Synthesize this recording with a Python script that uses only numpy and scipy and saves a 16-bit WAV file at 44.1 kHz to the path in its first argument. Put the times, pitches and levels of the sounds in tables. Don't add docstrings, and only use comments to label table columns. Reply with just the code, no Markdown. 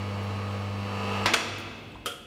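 import sys
import numpy as np
from scipy import signal
from scipy.fft import rfft, irfft
from scipy.io import wavfile
from scipy.ndimage import uniform_filter1d

SR = 44100
rng = np.random.default_rng(int(sys.argv[2]) if len(sys.argv) > 2 else 0)


def to_wav(sig):
    pcm = np.clip(np.atleast_2d(sig), -1, 1) * 32767
    pcm = np.round(pcm).astype(np.int16)
    wavfile.write(sys.argv[1], SR, pcm.T)


def undo_db(level):
    steps = np.asarray(level, float) / 20
    return 10 ** steps


N = 100062
T = np.arange(N) / SR
SHAFT_HZ, MAINS_HZ = 49.779, 50.0
STOP_S, RUNDOWN_S = 1.27, 0.035
TAIL_T60_S = 1.73
CLUSTER_SPREAD, CLUSTER_HZ = 0.014, 14


def unit(x):
    return x / np.sqrt(np.mean(x ** 2) + 1e-20)


def at_hz(points, hz):
    p = np.array(points)
    return np.interp(np.log(hz), np.log(p[:, 0]), p[:, 1])


def colour(x, spectrum):
    hz = np.arange(len(x) // 2 + 1) * SR / len(x) + 1
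    return irfft(rfft(x) * undo_db(at_hz(spectrum, hz)), len(x))


def filtered(x, order, hz, kind="low"):
    return signal.sosfilt(signal.butter(order, hz, kind, fs=SR, output="sos"), x)


def drift(rate):
    knots = np.arange(int(N / SR * 40) + 3)
    return np.interp(T * np.clip(rate, 1, 39), knots, rng.standard_normal(len(knots))) * 1.2


def ring(x, hz, t60):
    radius, turn = undo_db(-60 / (t60 * SR)), 2 * np.pi * hz / SR
    return signal.lfilter([0, np.sin(turn)], [1, -2 * radius * np.cos(turn), radius * radius], x + 1e-18)


def cracks(rows):
    out = 0
    for start, db, length in rows:
        age = np.maximum(T - start, 0)
        out = out + undo_db(db - 5) * (1 - np.exp(-age / 0.00014)) * np.exp(-age / length)
    return out


def blows(rows, spectrum, modes, ring_db, spread=1, signs=(-1, 1)):
    shudder_s = 0.018
    noise = unit(colour(rng.standard_normal(N), spectrum))
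    out = noise * cracks([row for row in rows if row[2] < shudder_s])
    out = out + filtered(noise, 1, 9000) * cracks([row for row in rows if row[2] >= shudder_s])

    at = [int(row[0] * SR) for row in rows]
    levels_db = np.array(rows)[:, 1]
    snap = np.zeros(N)
    snap[at] = undo_db(levels_db - 17)
    out += filtered(snap, 1, [2500, 14000], "band")

    strike = undo_db(levels_db.max() + ring_db) * (np.arange(N) == at[np.argmax(levels_db)])
    for hz, level_db, t60 in modes:
        half_width_hz = (CLUSTER_SPREAD * hz + CLUSTER_HZ) * spread
        for off in np.linspace(-1, 1, 6) + rng.uniform(-0.2, 0.2, 6):
            height = undo_db(level_db - 11 - 2.0 * off ** 2) * rng.choice(signs)
            out += height * ring(strike, hz + half_width_hz * off, t60)
    return out


# frequency in Hz, t60 in seconds.
HALL_DECAY = [(100, 9.6), (400, 2.9), (1200, 1.57), (2800, 1.96), (6000, 1.22), (12000, 0.76),
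              (16000, 0.34)]


def hall(x):
    edges = 40 * 2 ** np.arange(0, 9.1, 0.5)
    tail = 0
    for low, high in zip(edges, edges[1:]):
        band = filtered(rng.standard_normal(N), 2, [low, high], "band")
        tail = tail + band * undo_db(-60 * T / at_hz(HALL_DECAY, np.sqrt(low * high)))
    tail = tail * np.clip((T - 0.006) / 0.0084, 0, 1)
    return signal.fftconvolve(x, [tail / np.sqrt(np.sum(tail ** 2))], axes=1)


# frequency in Hz, level in dB per Hz.
MURMUR_COLOUR = [(15, -36), (25, -13), (60, -2.5), (161, -1), (317, -3.5), (700, -16), (1840, -34),
                 (2700, -14.5), (4030, -34), (16000, -41)]


def low_murmur():
    sink_db = 30 * np.maximum(T - 1.9, 0)
    return undo_db(-48.5 - sink_db) * unit(colour(rng.standard_normal(N), MURMUR_COLOUR))


# centre in seconds, level in dB, pitch in Hz, length in seconds.
FLOOR_BUMPS = [
    (1.254, -42, 52, .05),
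    (1.748, -54, 60.7, .04),
    (1.962, -45, 56, 0.036),
    (2.01, -46, 57, .04),
    (2.225, -55, 44.7, 0.076),
]


def bumps():
    out = 0
    for centre, db, hz, length in FLOOR_BUMPS:
        out = out + undo_db(db) * np.exp(-((T - centre) / length) ** 2 * 4) * np.sin(2 * np.pi * hz * T)
    return out


# start in seconds, peak in dB, length in seconds.
CABLE_RUSTLES = [
    (.23, -48, 0.009),
    (.242, -58, 0.01),
    (1.582, -43, 0.013),
    (1.597, -47, 0.0097),
]
# start in seconds, peak in dB, pitch in Hz, t60 in seconds.
METAL_TICKS = [
    (1.238, -40, 7600, .02),
    (1.2557, -17, 1519, 0.014),
    (1.583, -42, 6850, 0.02),
    (1.919, -54, 8000, 0.017),
    (1.92, -54, 4100, 0.022),
    (1.946, -39, 3400, 0.011),
    (1.947, -57, 6900, 0.0083),
    (1.955, -33, 1020, 0.016),
    (1.958, -37, 800, .016),
    (1.958, -56, 7920, 0.011),
]


def ticks():
    out = cracks(CABLE_RUSTLES) * filtered(rng.standard_normal(N), 1, [7000, 14000], "band")
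    for start, db, hz, t60 in METAL_TICKS:
        touch = signal.lfilter(np.hanning(90) / 45, 1, np.arange(N) == int(start * SR))
        out += undo_db(db) * ring(touch * 2 * np.sin(2 * np.pi * hz * T), hz, t60)
    return out


# start in seconds, peak in dB, crack length in seconds.
LATCH_TOUCHES = [
    (2.0545, -44, 0.01),
    (2.0592, -23.5, 0.0078),
    (2.064, -30, 0.055),
]
# frequency in Hz, level in dB per Hz.
LATCH_CRACK = [(150, -34), (491, -15), (950, -20), (1270, -4), (1650, -13), (3130, -5), (4000, -15),
               (11000, -14), (16000, -24)]
# frequency in Hz, level in dB, t60 in seconds.
LATCH_RINGS = [(410, -8, .3), (476, -4, .5), (560, -6, .5), (715, -11, .6), (1276, -1, .35), (1337, -6, .5),
               (1410, -4, .4), (2536, -13, .3), (2885, -10, .55), (3090, 2, .15), (3219, 0, .45),
               (3400, -7, .5), (7150, -14, .15), (10800, -20, .2)]


def latch():
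    return blows(LATCH_TOUCHES, LATCH_CRACK, LATCH_RINGS, -7.5, spread=0.7, signs=(-1, 1, 1, 1))


# start in seconds, peak in dB, crack length in seconds.
FIRST_CLACK = [
    (1.2590, -5.5, 0.0035),
    (1.2645, -15, 0.004),
    (1.268, -21, 0.03),
    (1.275, -28, .06),
]
# start in seconds, peak in dB, crack length in seconds.
SECOND_CLACK = [
    (1.3366, -6, 0.004),
    (1.3395, -11, .004),
    (1.343, -12, 0.005),
    (1.347, -24, 0.045),
    (1.361, -28, 0.021),
    (1.4075, -30, .004),
]
# frequency in Hz, level in dB per Hz.
FIRST_CRACK = [(180, -51), (300, -3), (1780, -1), (2070, 1), (3190, -5), (3580, -6.5), (5700, -10),
               (6300, -17), (16000, -35)]
SECOND_CRACK = [(100, -43), (350, -10), (749, -3.5), (2140, -2), (2360, -4), (3400, -3), (3890, -12),
                (5610, -11), (16000, -35.5)]
# frequency in Hz, level in dB, t60 in seconds.
CONTACTOR_RINGS = [(234.6, -2.5, 0.9), (322.8, -4, 1.08), (687, 2, 0.22), (885, 0.5, 0.2), (1248, -3, 0.24),
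                   (1624, -2.5, 0.65), (2120, 3, 0.18), (2360, 2, 0.1), (2590, -5.5, 1.9), (3420, -6, 1.25),
                   (4100, -15, 0.88), (6800, -9, 0.28), (12700, -19, 0.22)]


def contactor():
    first = blows(FIRST_CLACK, FIRST_CRACK, CONTACTOR_RINGS, -23.5)
    second = blows(SECOND_CLACK, SECOND_CRACK, CONTACTOR_RINGS[:-2], -28)
    return first + second


# frequency in Hz, level in dB, t60 in seconds.
PLATE_RINGS = [(4398, -8, .35), (4667, -14, .5), (5640, -15, .75), (6853, -14, .4), (7246, -20, .5),
               (8274, -12, .25), (8950, -22, .45), (10340, -17, .2), (11590, -26, .4), (13700, -20, .08)]


def plate():
    strike = undo_db(-34) * (np.arange(N) == int(SECOND_CLACK[0][0] * SR))
    out = 0
    for hz, db, t60 in PLATE_RINGS:
        for off in np.linspace(-1, 1, 5) + rng.uniform(-0.2, 0.2, 5):
            detuned_hz = hz * (1 + CLUSTER_SPREAD * 1.1 * off)
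            out = out + undo_db(db) * rng.choice([-1, 1]) * ring(strike, detuned_hz, t60)
    return out


# frequency in Hz, level in dB per Hz.
RUSH_COLOUR = [(60, -21), (160, -15), (350, -7.5), (750, -1.5), (1500, -12.5), (3600, -20), (7000, -27.5),
               (16000, -40)]
# frequency in Hz, width in Hz, level in dB.
BODY_RESONANCES = [(485, 106, -9), (1210, 320, -3), (1730, 120, -11.5), (2550, 1260, -4), (4090, 140, -27),
                   (5330, 870, -19.5), (7000, 250, -33)]


def oil_rush(swing_db, running):
    white = rng.standard_normal(N) * (1 + 0.15 * np.sin(4 * np.pi * MAINS_HZ * T))
    rush = unit(colour(white, RUSH_COLOUR))
    for hz, width_hz, db in BODY_RESONANCES:
        body = unit(ring(rng.standard_normal(N), hz, 3.1 / width_hz))
        rush = rush + undo_db(db + 0.8 * drift(12)) * body
    return unit(rush) * undo_db(-44 + swing_db) * running


# time in seconds, level in dB.
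HUM_LEVEL = [(0.0, -33), (0.04, -33.5), (0.8, -33.5), (0.9, -36.5), (1.265, -35), (1.3, -45), (1.43, -53),
             (1.52, -43), (1.67, -43.5), (1.72, -51), (1.87, -57), (1.96, -54), (1.99, -54), (2.27, -71)]


def hum(swing_db, running, after):
    stopped = 1 - running
    phase = 0.6 + 1.05 * np.clip((T - 0.82) / (1.0 - 0.82), 0, 1) + stopped * drift(16) / 5
    level_db = np.interp(T, *np.transpose(HUM_LEVEL)) + stopped * 1.2 * drift(12)
    main = undo_db(level_db) * np.sqrt(2) * np.sin(4 * np.pi * MAINS_HZ * T + phase)

    left = running ** 2 + stopped * undo_db(-30 - 60 * after / TAIL_T60_S + 3.9 * drift(11.6))
    octave = np.sqrt(2) * np.sin(8 * np.pi * MAINS_HZ * T + 1.1 - 0.9 * T)
    return main + left * undo_db(-40.5 + 0.67 * swing_db) * octave


def tones(base_hz, rows, swing_db):
    out = 0
    for multiple, db, share in rows:
        level = undo_db(db + share * swing_db + 1.3 * drift(6.05))
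        out = out + level * np.sqrt(2) * np.sin(2 * np.pi * (base_hz * multiple * T + rng.random()))
    return out


# multiple, level in dB at light load, share of the load swing.
SHAFT_WHINE = [(9, -52, 1.2), (20, -55, 1.8), (22, -52, 0.1), (23, -57, 0.5), (24, -57, 1.3),
               (25, -51, 0.8), (26, -62, 2.0), (36, -75, 1.7), (44, -61, 0.0), (45, -57, 0.1),
               (49, -63, 0.8), (51, -67, 1.7), (52, -66, 2.0), (53, -60, 2.0), (54, -60, 0.0),
               (56, -63, 2.0), (57, -65, 1.7), (58, -59, 0.9), (61, -73, 2.0), (62, -61, 1.2),
               (81, -61.5, 0.8), (90, -59.5, 1.0), (92, -73, 1.4), (100, -72, 0.0), (110, -70, 1.0),
               (114, -82, 0.3), (118, -86, 2.0)]
# multiple, level in dB at light load, share of the load swing.
MAINS_BUZZ = [(5, -57, 0.2), (6, -55, 0.0), (8, -63, 2.0), (10, -49, 0.7), (12, -55, 0.0), (16, -59, 0.0),
              (18, -56, 0.5)]


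def whine(swing_db, running, after):
    loaded = (T > 1.03) & (T < 1.25)
    tone_swing_db = swing_db * 7 / np.mean(swing_db[loaded])
    orders = np.setdiff1d(np.arange(11, 170), np.array(SHAFT_WHINE)[:, 0])
    comb_db = at_hz(RUSH_COLOUR, orders * SHAFT_HZ) - 59 + 3.5 * rng.standard_normal(len(orders))
    lines = tones(SHAFT_HZ, SHAFT_WHINE, tone_swing_db) + tones(MAINS_HZ, MAINS_BUZZ, tone_swing_db)
    lines = lines + tones(SHAFT_HZ, zip(orders, comb_db, np.ones(len(orders))), swing_db)
    return lines * (running + (1 - running) * undo_db(-1 - 60 * after / TAIL_T60_S))


# time in seconds, level in dB.
PUMP_LOAD = [
    (0.05, -39),
    (0.058, -39.5),
    (0.556, -39),
    (0.722, -40.5),
    (1.12, -33),
    (1.24, -34),
]


def pump():
    load_db = np.interp(T, *np.transpose(PUMP_LOAD))
    swing_db = load_db - np.mean(load_db[T < 0.8])
    after = np.maximum(T - STOP_S, 0)
    running = np.exp(-after / RUNDOWN_S)
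    lines = whine(swing_db, running, after) + hum(swing_db, running, after)
    return lines, oil_rush(swing_db, running)


def scene():
    lines, rush = pump()
    clack = contactor() + plate()
    latching, small = latch(), ticks()
    rush_sent = undo_db(-4) * rush
    sent = undo_db(-11.5) * clack + undo_db(-13.5) * latching + undo_db(-7) * small + rush_sent
    before = rush_sent[SR // 2:0:-1]
    wet = hall([np.concatenate([before, sent])])[:, len(before):len(before) + N]
    return wet + lines + rush + clack + latching + small + bumps() + low_murmur()


def roll_off(x):
    return signal.sosfilt(signal.butter(12, 16480, fs=SR, output="sos"), x)


def record(dry):
    top = 0.36
    x = filtered(dry, 2, 30, "high")
    loud = uniform_filter1d(np.abs(x), size=9, axis=1) * 1.4 + 1e-9
    x = x * top * np.tanh(loud / top) / loud
    mix = signal.sosfilt(signal.cheby2(20, 50, 16000, fs=SR, output="sos"), x)
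    return roll_off(mix)


dry = scene()
out = record(dry)
to_wav(out)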